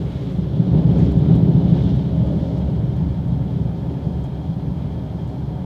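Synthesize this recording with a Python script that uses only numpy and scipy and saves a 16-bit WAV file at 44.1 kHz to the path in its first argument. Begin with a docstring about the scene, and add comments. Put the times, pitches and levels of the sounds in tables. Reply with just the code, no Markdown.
"""Inside a fast electric train that runs off a steel bridge onto a concrete viaduct.
At first rail hiss leaks through the window over the ventilation, swelling beside the piers.
Around 1 s the bridge ends: rough track makes the car body boom, thud and drone, loose trim ticks,
and a concrete wall starts to reflect the roar. Near 2.4 s the window pane moans louder.
Then the bridge's hiss falls behind, and the rumble eases on smoother track."""
import sys
import numpy as np
from scipy import signal
from scipy.fft import irfft
from scipy.io import wavfile
from scipy.ndimage import uniform_filter1d, minimum_filter1d

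SR = 44100
rng = np.random.default_rng(int(sys.argv[2]) if len(sys.argv) > 2 else 0)


def generate_wav(signal):
    """Clip the signal to [-1, 1] and save it as 16-bit WAV at the path in sys.argv[1]."""
    frames = np.transpose(np.atleast_2d(signal))
    scaled = np.clip(frames, -1, 1) * 32767
    pcm = np.round(scaled).astype(np.int16)
    wavfile.write(sys.argv[1], SR, pcm)


N = 249165
TIME = np.arange(N) / SR
BIN_HZ = np.fft.rfftfreq(2 ** 18, 1 / SR)


def amp(db):
    """Turns decibels into a gain."""
    return 10 ** (np.asarray(db) / 20)


def add(mix, start_s, sound):
    """Mixes a sound in at its start time."""
    part = mix[max(round(start_s * SR), 0):][:len(sound)]
    part += sound[:len(part)]


def colour(points):
    """A gain for every frequency, drawn by joining the points."""
    hz, db = np.transpose(points)
    return amp(np.interp(np.log(BIN_HZ + 1), np.log(hz), db))


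def resonances(modes):
    """A gain for every frequency, with a peak at each mode (a pitch at which a thing rings)."""
    peaks = (amp(db) / (1 + ((BIN_HZ - hz) / width) ** 2) for hz, width, db in modes)
    return np.sqrt(sum(peak ** 2 for peak in peaks))


def noise(gain):
    """Noise with average power 1: the gains set its tone, not its loudness."""
    real, imaginary = rng.standard_normal((2, len(BIN_HZ)))
    wave = irfft(gain * (real + 1j * imaginary))[:N]
    return wave / np.sqrt(np.mean(wave ** 2) + 1e-20)


def ringing(modes, span_s):
    """Noisy ringing that keeps its fast throb but is evened out over span_s seconds."""
    wave = noise(resonances(modes))
    size = int(span_s * SR)
    power = uniform_filter1d(uniform_filter1d(wave ** 2, size), size)
    return wave / np.sqrt(abs(power) + 1e-9)


def flutter(top_hz, depth_db):
    """A gain that wanders at random, up to about top_hz times a second."""
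    return amp(depth_db * noise(1 / (1 + (BIN_HZ / top_hz) ** 2)))


def swells(rows):
    """Smooth rises and falls in dB, one curve for each dB column."""
    middle_s, half_length_s, *columns = np.transpose(rows)[:, :, None]
    bell = np.exp(-((TIME - middle_s) / half_length_s) ** 2)
    return [(db * bell).sum(0) for db in columns]


# How rough the track is. Each row: time in seconds, dB compared with the worst stretch.
ROUGHNESS = [(0, -8), (.25, -9.5), (.45, -8.5), (.76, -1), (1.03, -.5), (1.2, -2.5), (1.37, 0),
             (1.68, -1.5), (2.08, -6.5), (2.28, -4), (2.9, -8.5), (3.35, -11), (3.7, -9.5), (4.15, -9),
             (4.45, -13), (4.8, -10), (5.05, -11), (5.65, -12.5)]

def rolling(worst_db, slope):
    """A gain that follows the track: slope dB louder for each dB of roughness."""
    return amp(worst_db + slope * np.interp(TIME, *np.transpose(ROUGHNESS)))


# Tone of the air. 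Each row: frequency in Hz, relative level in dB.
AIR_COLOUR = [(100, 0.5), (400, -1), (680, -7), (930, -6), (1130, -10), (1600, -15.5), (2600, -32.5),
              (5000, -32), (7500, -34.5), (10000, -35.5), (15000, -37.5)]

def ventilation(level_db=-48):
    """Air blows steadily from the ducts."""
    return amp(level_db) * noise(colour(AIR_COLOUR))


# Trim ticks. Each row: start in seconds, relative level in dB, seconds to fade by 60 dB.
TICKS = [(.982, -58, 0.064), (.993, -65, 0.053), (1.047, -59.5, 0.045), (1.119, -57, 0.044),
         (1.184, -62, 0.071), (1.352, -54.5, 0.063), (1.790, -65, .04), (1.833, -60, 0.045),
         (1.958, -58.5, 0.043), (2.265, -61, 0.05), (2.577, -59, .05), (2.963, -61, 0.045),
         (3.280, -62, .04), (4.239, -61, .08), (5.273, -65, 0.22)]
# Tone of the trim. Each row: frequency in Hz, relative level in dB.
TICK_COLOUR = [(1500, -16), (4000, -3), (6800, 3.5), (9000, -2.5), (12000, -7), (15000, -9.5)]

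def trim(rise_s=0.0013, tick_db=3, rustle_hold_s=0.35, fall_db_per_s=116.5):
    """Loose plastic trim slips in bright, gritty ticks; a faint rustle dies away early."""
    t, ticks = TIME[:SR // 4], np.zeros(N)
    for start_s, db, fade_s in TICKS:
        add(ticks, start_s, amp(tick_db + db - 60 * t / fade_s) * (1 - np.exp(-t / rise_s)))
    rustle = amp(-69 - fall_db_per_s * np.maximum(TIME - rustle_hold_s, 0))
    grit = flutter(top_hz=300, depth_db=2)
    return (ticks + rustle) * grit * noise(colour(TICK_COLOUR))


# Tone of the reflected roar. Each row: frequency in Hz, relative level in dB.
WALL_COLOUR = [(450, -20.5), (680, -0.5), (750, 5.5), (830, -3), (920, 1.5), (1100, -15.5), (1600, -19),
               (2600, -49.5)]

def concrete_wall(start_s=0.89, rise_s=0.24, bridge_db=-56, wall_db=-47):
    """Past the open steel bridge, concrete beside the track reflects the roar of the rails."""
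    level_db = np.interp(TIME, [start_s, start_s + rise_s], [bridge_db, wall_db])
    return amp(level_db) * noise(colour(WALL_COLOUR))


# Wheel tones. Each row: pitch in Hz, width in Hz, relative level in dB.
WHEEL_MODES = [(866, 14, 12.5), (1720, 28, -1), (2360, 36, -6), (3160, 12, -4.5), (3220, 20, 3),
               (3340, 24, -2), (4140, 50, -8.5), (5020, 80, -16)]

def wheel_ring(level_db=-57.5):
    """The steel wheels ring faintly all the time, in small flares."""
    return amp(level_db) * noise(resonances(WHEEL_MODES)) * flutter(top_hz=20, depth_db=2.3)


# Window tones. Each row: pitch in Hz, width in Hz, relative level in dB.
PANE_MODES = [(540.5, 8.1, 1.5), (570, 45, -6.5), (626.6, 9, -3)]
# One louder moan. Its row: middle in seconds, half length in seconds, boost in dB.
MOAN_SWELL = [(2.43, 0.34, 6.5)]

def pane_moan():
    """Rough track shakes the window pane so that it moans."""
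    swell_db, = swells(MOAN_SWELL)
    return rolling(-40.5 + swell_db, slope=0.55) * ringing(PANE_MODES, span_s=0.14)


# Three rolling noises, from low to high. Each row: frequency in Hz, relative level in dB.
RUSH_COLOUR = [(300, -7.5), (800, 0.5), (1150, 4), (1600, -2), (1900, -2), (2100, 0.5), (2700, -5.5),
               (4000, -14), (7000, -26.5), (11000, -40)]
HISS_COLOUR = [(2000, -34), (2750, -9), (2950, -2.5), (3170, -1), (3700, -2.5), (4100, -7.5), (4700, -15.5),
               (6000, -25), (9000, -45.5)]
SIZZLE_COLOUR = [(3000, -16.5), (4300, 3), (5400, -1.5), (6000, -5.5), (6800, -8), (7500, -15.5),
                 (9000, -19), (13000, -35)]
# Girders and piers sweeping by. Each row: middle in seconds, half length in seconds,
# then boosts in dB for rush, hiss and sizzle.
PASSES = [(.19, 0.17, 5.5, 4, 4), (1.02, 0.11, 5, 0, 5.5), (1.32, 0.058, 4.5, 2, 0.5),
          (1.84, 0.19, 3, 6.5, 4.7), (2.45, .13, 1, 0, 5), (3.56, 0.065, 1, 1, 0)]

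def window_leak(bridge_fade_s=1.9, bridge_gone_s=3.6):
    """Rail noise leaks in by the window; the steel bridge adds hiss until it falls behind."""
    rush_db, hiss_db, sizzle_db = swells(PASSES)
    bridge_db = np.interp(TIME, [bridge_fade_s, bridge_gone_s], [3.5, 0])
    rush = rolling(-52.5 + rush_db, slope=0.4) * noise(colour(RUSH_COLOUR))
    rush *= flutter(top_hz=44, depth_db=1.53)
    hiss = rolling(-57 + hiss_db + bridge_db, slope=0.34) * noise(colour(HISS_COLOUR))
    hiss *= flutter(top_hz=21, depth_db=1)
    sizzle = rolling(-63.5 + sizzle_db, slope=0.3) * noise(colour(SIZZLE_COLOUR))
    sizzle *= flutter(top_hz=20, depth_db=1)
    return rush + hiss + sizzle


# Tones of the wall panels and cabin air. Each row: pitch in Hz, width in Hz, relative level in dB.
PANEL_MODES = [(273.1, 5.9, 5), (300.6, 6.8, -0.5), (362, 45, -9.5), (399, 19, -6), (467.7, 6.9, -12.5)]
# Tone of the roar. 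Each row: frequency in Hz, relative level in dB.
ROAR_COLOUR = [(20, -12.5), (50, -17), (100, -13), (205, 1.5), (245, -1.5), (330, -6), (420, -10.5),
               (495, -11.5), (740, -18), (920, -23), (1100, -35), (1500, -36), (3000, -74)]

def rolling_roar(drone_db=-0.66):
    """The wheels roar on the rails and set the panels droning."""
    drone = amp(drone_db) * ringing(PANEL_MODES, span_s=0.8)
    roar = noise(colour(ROAR_COLOUR)) * flutter(top_hz=15, depth_db=1.5)
    return rolling(-25.5, slope=1) * (drone + roar)


# Floor tones. Each row: pitch in Hz, width in Hz, relative level in dB.
FLOOR_MODES = [(30, 10, -14.5), (65.5, 5.1, 0.5), (74.3, 13, 1.5)]
# Body tones. Each row: pitch in Hz, width in Hz, relative level in dB, dB gained per dB of roughness.
BODY_MODES = [(122.6, 14, -3.5, 0.62), (140.3, 18, -5.5, 0.6), (165, 13.5, 0, 1.04), (181, 22.8, -5, 0.8)]
# The wheel frame sways and the rumble surges. 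Each row: middle in seconds, half length in seconds,
# floor boost in dB, body boost in dB.
SWAYS = [(.74, .06, 3.5, -0.5), (1.07, 0.14, 8.5, -0.5), (1.33, 0.038, 5.5, 2.5), (1.57, 0.027, 1, 7),
         (1.87, 0.24, 4.5, 2.5), (2.22, 0.098, 5.5, 2.5), (2.62, 0.085, 6, 1), (3.0, 0.27, 5, 3),
         (3.25, 0.066, 6.5, 2.5), (3.55, 0.19, 3, 5.5), (4.16, .08, 5, -0.5), (4.73, 0.095, 2.5, 1.5)]

def car_body(boom_db=-19.5):
    """The rails keep the floor and body ringing; rough track favours the body's higher tones."""
    floor_db, body_db = swells(SWAYS)
    floor = rolling(-26.5 + floor_db, slope=0.39) * ringing(FLOOR_MODES, span_s=0.25)
    boom = np.zeros(N)
    for hz, width, db, slope in BODY_MODES:
        boom += rolling(db, slope) * ringing([(hz, width, 0)], span_s=0.052)
    throb = flutter(top_hz=20, depth_db=1.5)
    return floor + amp(boom_db + body_db) * boom * throb


# Wheel jolts. 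Each row: start in seconds, relative level in dB.
JOLTS = [(.385, -5.5), (0.594, -4), (0.729, -4), (0.751, -4), (0.784, -7), (.85, 2), (0.888, -6),
         (0.994, -1), (1.025, -3), (1.169, -1), (1.22, -3.5), (1.283, -4), (1.305, 1), (1.33, -3.5),
         (1.427, -0.5), (1.455, -7), (1.546, -1.5), (1.572, -1), (1.648, -6.5), (1.72, 0.5), (1.859, -3.5),
         (2.221, -2.5), (3.32, -7), (4.066, -16.5), (4.491, -12)]

def jolts(rise_s=0.0052, thud_db=-6):
    """A wheel drops on uneven track: one shove starts all the body tones, and they die away."""
    t, thuds = TIME[:SR // 3], np.zeros(N)
    hz, width, mode_db, _ = np.transpose(BODY_MODES)[:, :, None]
    envelopes = amp(mode_db) * np.exp(-np.pi * width * t) * (1 - np.exp(-t / rise_s))
    for start_s, db in JOLTS:
        tones = np.sin(2 * np.pi * (hz * (t - rise_s) + rng.random()))
        add(thuds, start_s, amp(db) * (envelopes * tones).sum(0))
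    return amp(thud_db) * thuds


def scene():
    """Everything heard at a window seat, in one channel."""
    rumble = car_body() + jolts() + rolling_roar()
    rail_noise = window_leak() + concrete_wall() + pane_moan() + wheel_ring()
    return (rumble + rail_noise + ventilation() + trim())[None]


def record(dry, bass_cut_hz=50, ceiling=0.71, treble_cut_hz=15400):
    """A small microphone loses the deepest bass, a limiter tames big booms, and the top treble is cut."""
    high_pass = signal.butter(2, bass_cut_hz, "high", fs=SR, output="sos")
    heard = signal.sosfilt(high_pass, dry)
    size = SR // 80  # the limiter turns down smoothly, over 12.5 ms
    safe_gain = np.minimum(1, ceiling / (abs(heard) + 1e-9))
    limited = heard * uniform_filter1d(minimum_filter1d(safe_gain, size), size)
    faded = limited * signal.windows.tukey(N, 0.001)
    low_pass = signal.firwin(511, treble_cut_hz, window=("kaiser", 9), fs=SR)
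    return signal.oaconvolve(faded, low_pass[None], "same")


dry = scene()
out = record(dry)
generate_wav(out)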